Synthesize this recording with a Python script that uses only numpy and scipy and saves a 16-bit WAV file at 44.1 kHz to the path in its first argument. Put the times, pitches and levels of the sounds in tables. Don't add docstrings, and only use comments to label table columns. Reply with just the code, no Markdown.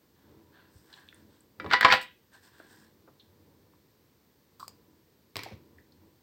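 import sys
import numpy as np
from scipy import signal
from scipy.fft import rfft, irfft, next_fast_len
from scipy.io import wavfile
from scipy.ndimage import uniform_filter1d, map_coordinates

SR = 44100
rng = np.random.default_rng(int(sys.argv[2]) if len(sys.argv) > 2 else 0)


def transcribe(u):
    v = np.clip(np.atleast_2d(u).T, -1, 1)
    q = np.round(v * 32767).astype(np.int16)
    wavfile.write(sys.argv[1], SR, q)


N = 274610

# start in seconds, level in dB, strongest ring in Hz,
# level of the crack against the clack in dB.
KNOCKS = [(1.599, -32.5, 1300, -5.5), (1.644, -38.5, 1080, -6.5), (1.662, -34, 1110, -8),
          (1.7115, -22, 1475, -1), (1.7245, -24.5, 1680, 0), (1.7334, -13.5, 1467, -1.5),
          (1.8095, -15.5, 1560, 6), (1.8285, -18, 1720, -1.5), (1.8472, -8, 1090, -2),
          (1.8608, -18, 1100, -10.5), (1.883, -20, 1100, -1.5), (1.902, -17, 2140, -10),
          (1.915, -22, 2050, 4), (1.923, -12, 1704, 9), (1.937, -16.5, 710, 4.5)]
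# pitch in Hz, relative level in dB,
# time to fade by 60 dB in seconds.
TABLE_MODES = [(291, -11.5, 0.13), (432, -13.5, .12), (519, -5.5, .14), (686, -2, .13), (813, 1.5, 0.11),
               (996, -3, 0.25), (1269.4, -3, 0.13), (1463, -3.5, 0.0892), (1620, -4, 0.21),
               (1695, -1, 0.092), (1956, -1.5, 0.23), (2314, -7, 0.1179), (3090, -8, 0.17),
               (3777, -7.5, .05), (4772, -7, .05)]
SNIP_S = 4.597


def amp(db):
    return 10 ** (np.asarray(db) / 20)


def unit(x):
    return x / np.sqrt(np.mean(x ** 2) + 1e-20)


def punch(x):
    return x / np.sqrt(uniform_filter1d(x ** 2, size=132).max())


def along(points, hz):
    point_hz, values = np.transpose(points)
    return np.interp(np.log(hz + 1), np.log(point_hz + 1), values)


def fade(t60):
    return 1000.0 ** (-np.arange(SR // 2) / SR / t60)


def sine(hz):
    return np.sin(2 * np.pi * hz * np.arange(SR // 2) / SR)


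def burst(t60, swell=0.037):
    return rng.standard_normal(SR // 2) * fade(t60) * (1 - fade(swell * t60))


def coloured(x, spectrum):
    size = 2 * next_fast_len(len(x) // 2 + SR // 10)
    gain = amp(along(spectrum, np.fft.rfftfreq(size, 1 / SR)))
    cepstrum = irfft(np.log(gain), size)
    cepstrum[1:size // 2] *= 2
    cepstrum[size // 2 + 1:] = 0
    response = np.exp(rfft(cepstrum))
    return irfft(rfft(x, size) * response, size)[:len(x)]


def resonate(x, hz, q):
    b, a = signal.iirpeak(hz, q, SR)
    return signal.lfilter(b, a, x)


def band(x, hz, octaves):
    edges = hz * 2 ** (np.array([-.5, .5]) * octaves)
    return signal.sosfilt(signal.butter(2, edges, "band", fs=SR, output="sos"), x)


def friction(spectrum, rate, spread_db):
    positions = np.arange(N) * rate / SR
    grip = map_coordinates(rng.standard_normal(SR), [positions], order=1, mode="wrap")
    rubbing = rng.standard_normal(N) * amp(spread_db * grip)
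    return unit(coloured(rubbing, spectrum))


def movement(s, length):
    rise_share = 0.39
    peakedness = 1.7
    t = np.arange(N) / SR - s
    side_s = length * np.where(t < 0, rise_share, 1 - rise_share)
    return np.exp(-np.abs(t / side_s) ** peakedness)


def add(track, s, sound):
    part = track[round(s * SR):][:len(sound)]
    part += sound[:len(part)]


def room(x, wet_db):
    # frequency in Hz, time for the tail to fade by 60 dB in seconds.
    tail_fades = [(100, 0.23), (400, 0.29), (700, 0.19), (1100, 0.22), (2000, 0.27), (3000, .35),
                  (5000, 0.22), (12000, 0.093)]
    hz, t, z = signal.stft(rng.standard_normal(SR // 2), SR, nperseg=256)
    decay = amp(-60 * t / along(tail_fades, hz)[:, None])
    tail = signal.istft(z * decay, SR, nperseg=256)[1]
    tail = np.pad(tail / np.linalg.norm(tail), (SR // 200, 0))
    return x + amp(wet_db) * signal.fftconvolve(x, tail)[:N]


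def background():
    # frequency in Hz, relative level in dB.
    quiet = [(25, -27.5), (70, -4.5), (130, -3.5), (230, -4.5), (480, -8.5), (680, -18.5), (1000, -16),
             (1300, -22), (1800, -20), (2600, -25), (4600, -22), (6800, -28), (8500, -28.5), (10200, -35.5),
             (13000, -23.5), (15500, -23)]
    # frequency in Hz, relative level in dB.
    sleeves = [(30, -27.5), (80, 4.5), (130, -1.5), (300, 5), (450, -3.5), (620, -12.5), (800, -16),
               (980, -9), (1250, -23), (2000, -28.5), (5000, -44)]
    # peak in seconds, length in seconds, level in dB.
    moves = [(0.34, 0.3, -59), (0.727, 0.9, -66.5), (1.25, 0.26, -62.5), (1.67, 0.15, -44),
             (2.77, 0.95, -65), (3.493, 0.52, -64), (4.745, 0.43, -62.5), (5.604, 0.37, -58.5),
             (6.018, .2, -62.5)]
    still = amp(-65.5) * unit(coloured(rng.standard_normal(N), quiet))
    rustle = unit(room(friction(sleeves, rate=12, spread_db=1.2), wet_db=3.0))
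    moving = sum(amp(db) * movement(s, length) for s, length, db in moves)
    return still + rustle * moving


def fingers(hollow_db=-9):
    # frequency in Hz, relative level in dB.
    skin_colour = [(400, -16), (750, -4.5), (1000, 1.5), (1250, -6.5), (1650, 4.5), (1950, -6.5),
                   (2400, -12.5), (3400, -7), (4450, -7.5), (5600, -45), (9000, -37)]
    # frequency in Hz, relative level in dB.
    thread_colour = [(3000, -17.5), (5000, 5), (6500, -4.5), (8400, 4), (10200, -15.5), (13000, -4.5),
                     (16000, -7.5)]
    # peak in seconds, length in seconds,
    # skin level in dB, thread hiss level in dB, strongest resonance in Hz.
    strokes = [(.24, 0.21, -72.5, -104.5, 970), (0.586, 0.14, -61.5, -90, 1460),
               (0.772, 0.16, -74.5, -69, 1100), (.955, 0.18, -59, -68.5, 1710),
               (1.18, 0.1, -69.5, -74, 1540), (1.337, 0.12, -72, -77, 3550),
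               (2.349, 0.057, -56.5, -64.5, 1700), (2.45, 0.061, -60.5, -63, 1800),
               (2.593, 0.19, -62, -71, 1730), (2.73, 0.11, -66, -64.5, 1797),
               (2.83, 0.11, -67, -72.5, 1726)]
    # start in seconds, level in dB,
    # middle pitch in Hz, time for the burst to fade by 60 dB in seconds.
    ticks = [(.928, -49.5, 4070, 0.015), (0.938, -47, 3600, 0.019), (1.0872, -46, 3200, 0.0091),
             (1.1266, -49, 1720, 0.0089), (1.145, -54, 8560, 0.01), (1.407, -56.5, 8300, 0.009),
             (2.599, -49.5, 1435, 0.019), (3.075, -59, 1190, 0.05), (3.197, -56, 3600, 0.083),
             (3.735, -61, 1013, .007), (5.783, -54, 1810, 0.029), (5.921, -60, 4500, 0.022)]
    skin = friction(skin_colour, rate=250, spread_db=2.5)
    thread = friction(thread_colour, rate=400, spread_db=3.5)
    out = np.zeros(N)
    for s, length, skin_db, hiss_db, hz in strokes:
        hollow = unit(resonate(skin, hz, q=4.4))
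        rub = unit(skin + amp(hollow_db) * hollow)
        out += movement(s, length) * (amp(skin_db) * rub + amp(hiss_db) * thread)
    for s, db, hz, t60 in ticks:
        tick = punch(band(burst(t60), hz, octaves=0.35))
        add(out, s, amp(db) * tick)
    return room(out, wet_db=-10.0)


def bumps():
    # start
    # in seconds, level in dB, middle pitch in Hz, # time for the burst to fade by 60 dB in seconds.
    soft_thumps = [(0.754, -50.5, 80, 0.027), (1.643, -37.5, 403, 0.14), (1.926, -42.5, 135, 0.049),
                   (2.599, -47, 349, 0.05), (3.076, -54.5, 407, 0.076), (5.358, -42.5, 407, 0.13),
                   (5.4587, -38, 506, 0.056), (5.509, -47, 329, 0.13), (5.516, -43, 122.2, 0.067)]
    thud_db, thud_grows = -39.5, 0.33
    thud_hz, thud_t60 = 233, .07
    boom_db = -25.5
    out = np.zeros(N)
    for s, db, hz, t60 in soft_thumps:
        bump = punch(band(burst(t60, swell=0.027), hz, octaves=1.4))
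        add(out, s, amp(db) * bump)
    lowest = TABLE_MODES[:3]
    boom = punch(sum(amp(mode_db) * sine(hz) * fade(t60) for hz, mode_db, t60 in lowest))
    for s, db, _, _ in KNOCKS:
        thud = punch(band(burst(thud_t60, swell=0.027), thud_hz, octaves=1.8))
        direction = np.sign(rng.standard_normal())
        add(out, s, amp(thud_db + thud_grows * db) * thud + amp(boom_db + db) * direction * boom)
    return room(out, wet_db=-7.0)


def lay_down():
    # start in seconds, level in dB,
    # time for the burst to fade by 60 dB in seconds.
    landings = [(5.3567, -32, 0.011), (5.3671, -29, 0.0085), (5.3909, -35.5, 0.02), (5.434, -40, 0.021)]
    # frequency in Hz, relative level in dB.
    sliding = [(60, -28), (105, 5.5), (190, -11), (460, 1), (620, -23), (950, -0.5), (1450, -7.5),
               (2250, 2), (2900, -8.5), (4200, -8.5), (5400, -10), (6800, -23.5), (10000, -27.5),
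               (15000, -25.5)]
    land_s, attack_s, slide_length_s = 5.357, 0.0028, 0.171
    slide_db, slowing_db_per_s, stop_db_per_s = -44, 78, 260
    t = np.maximum(np.arange(N) / SR - land_s, 0)
    after_slide = np.maximum(t - slide_length_s, 0)
    level_db = slide_db - slowing_db_per_s * t - stop_db_per_s * after_slide
    attack = np.minimum(t / attack_s, 1)
    out = attack * amp(level_db) * friction(sliding, rate=320, spread_db=2.5)
    for s, db, t60 in landings:
        touch = punch(coloured(burst(t60), sliding))
        add(out, s, amp(db) * touch)
    return room(out, wet_db=-11)


def blade_clicks():
    # start in seconds, level in dB,
    # time for the burst to fade by 60 dB in seconds.
    clicks = [(1.8098, -32, .012), (1.9225, -37, 0.15), (2.0133, -45.5, .05), (2.025, -49.5, 0.092),
              (4.597, -51.5, 0.0613), (4.6021, -48.5, 0.008), (4.6801, -37.5, 0.0119), (4.692, -55, 0.011),
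              (5.3575, -50.5, 0.023), (5.3683, -36, 0.0082), (5.378, -50, 0.0059), (5.434, -39.5, 0.0178),
              (5.4443, -50, .01)]
    # frequency in Hz, relative level in dB.
    blades = [(300, -7), (2500, -16.5), (3800, -7), (4800, 2), (6300, -15.5), (8000, -3), (10000, -21),
              (12500, -10.5), (16000, -12.5)]
    closing_s, edge_db = 0.061, -59.5
    closing = movement(SNIP_S + closing_s / 2, closing_s)
    out = amp(edge_db) * closing * friction(blades, rate=430, spread_db=2.5)
    for s, db, t60 in clicks:
        click = punch(coloured(burst(t60), blades))
        add(out, s, amp(db) * click)
    return room(out, wet_db=-13)


def snip(scatter_db=1.5, detune=0.1, stagger=.15):
    # start in seconds, level in dB, pitch in Hz.
    strands = [(4.6283, -36, 1103), (4.6445, -54, 1290)]
    shear_length_s, slips_per_s = .021, 270
    typical_db, typical_hz = -48, 1250
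    slips = []
    for t in np.arange(0, shear_length_s, 1 / slips_per_s):
        delay, loudness, pitch = rng.standard_normal(3)
        start = SNIP_S + t + stagger * delay / slips_per_s
        slips.append((start, typical_db + scatter_db * loudness, typical_hz * np.exp(detune * pitch)))
    out = np.zeros(N)
    for s, db, hz in slips + list(strands):
        slip = resonate(sine(hz) * fade(0.015), hz, q=4.2)
        add(out, s, amp(db) * punch(slip))
    return room(out, wet_db=-15)


def contacts():
    hard_db = -14.8
    delay_s, change_db, ring_hz, crack_db = .0047, -3.5, 1080, -7
    rebounds = [(s + delay_s, db + change_db, ring_hz, crack_db)
                for s, db, _, _ in KNOCKS if db > hard_db]
    return list(KNOCKS) + rebounds


def table_ring(centre_hz, reach_octaves=1.0, scatter_db=6.0, detune=0.0045):
    ring = 0
    for hz, mode_db, t60 in TABLE_MODES:
        share = 1 / (1 + (np.log2(hz / centre_hz) / reach_octaves) ** 2)
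        direction = np.sign(rng.standard_normal())
        size = direction * share * amp(mode_db + scatter_db * rng.standard_normal())
        mode_hz = hz * (1 + detune * rng.standard_normal())
        ring = ring + size * sine(mode_hz) * fade(t60)
    return ring


def pick_up(ring_db=-5, clack_t60=0.01625, chatter_t60=0.039):
    # frequency in Hz, relative level in dB.
    hard_contact = [(60, -46), (120, -32.5), (300, -22), (490, -9.5), (590, -21), (700, -10.5),
                    (1100, -4.5), (1900, 5), (2550, -6), (4600, -7.5), (6700, -30.5), (7800, -30),
                    (10000, -46), (13500, -42)]
    # peak in seconds, length in seconds, level in dB.
    drags = [(1.709, 0.037, -40.5), (1.742, 0.043, -26.5), (1.837, .045, -25.5), (1.915, .05, -22)]
    out = np.zeros(N)
    for s, db, centre_hz, crack_db in contacts():
        ring = table_ring(centre_hz)
        clack = resonate(sine(centre_hz) * fade(clack_t60), centre_hz, q=2.5)
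        crack = coloured(burst(chatter_t60), hard_contact)
        knock = punch(clack) + amp(ring_db) * punch(ring) + amp(crack_db) * punch(crack)
        add(out, s, amp(db) * punch(knock))
    scrape = friction(hard_contact, rate=300, spread_db=5.5)
    singing = unit(scrape + amp(-4.0) * resonate(scrape, hz=1810, q=1))
    pressure = sum(amp(db) * movement(s, length) for s, length, db in drags)
    return room(out + pressure * singing, wet_db=-10.5)


def scene():
    hands = fingers() + bumps()
    scissors = lay_down() + blade_clicks() + snip() + pick_up()
    return (background() + hands + scissors)[None]


def record(dry, low_cut_hz=46, top_hz=16100):
    size = next_fast_len(N + SR // 2)
    thin = signal.sosfilt(signal.butter(3, low_cut_hz, "high", fs=SR, output="sos"), dry)
    kept = np.fft.rfftfreq(size, 1 / SR) < top_hz
    return irfft(rfft(thin, size) * kept, size)[..., :N]


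dry = scene()
out = record(dry)
transcribe(out)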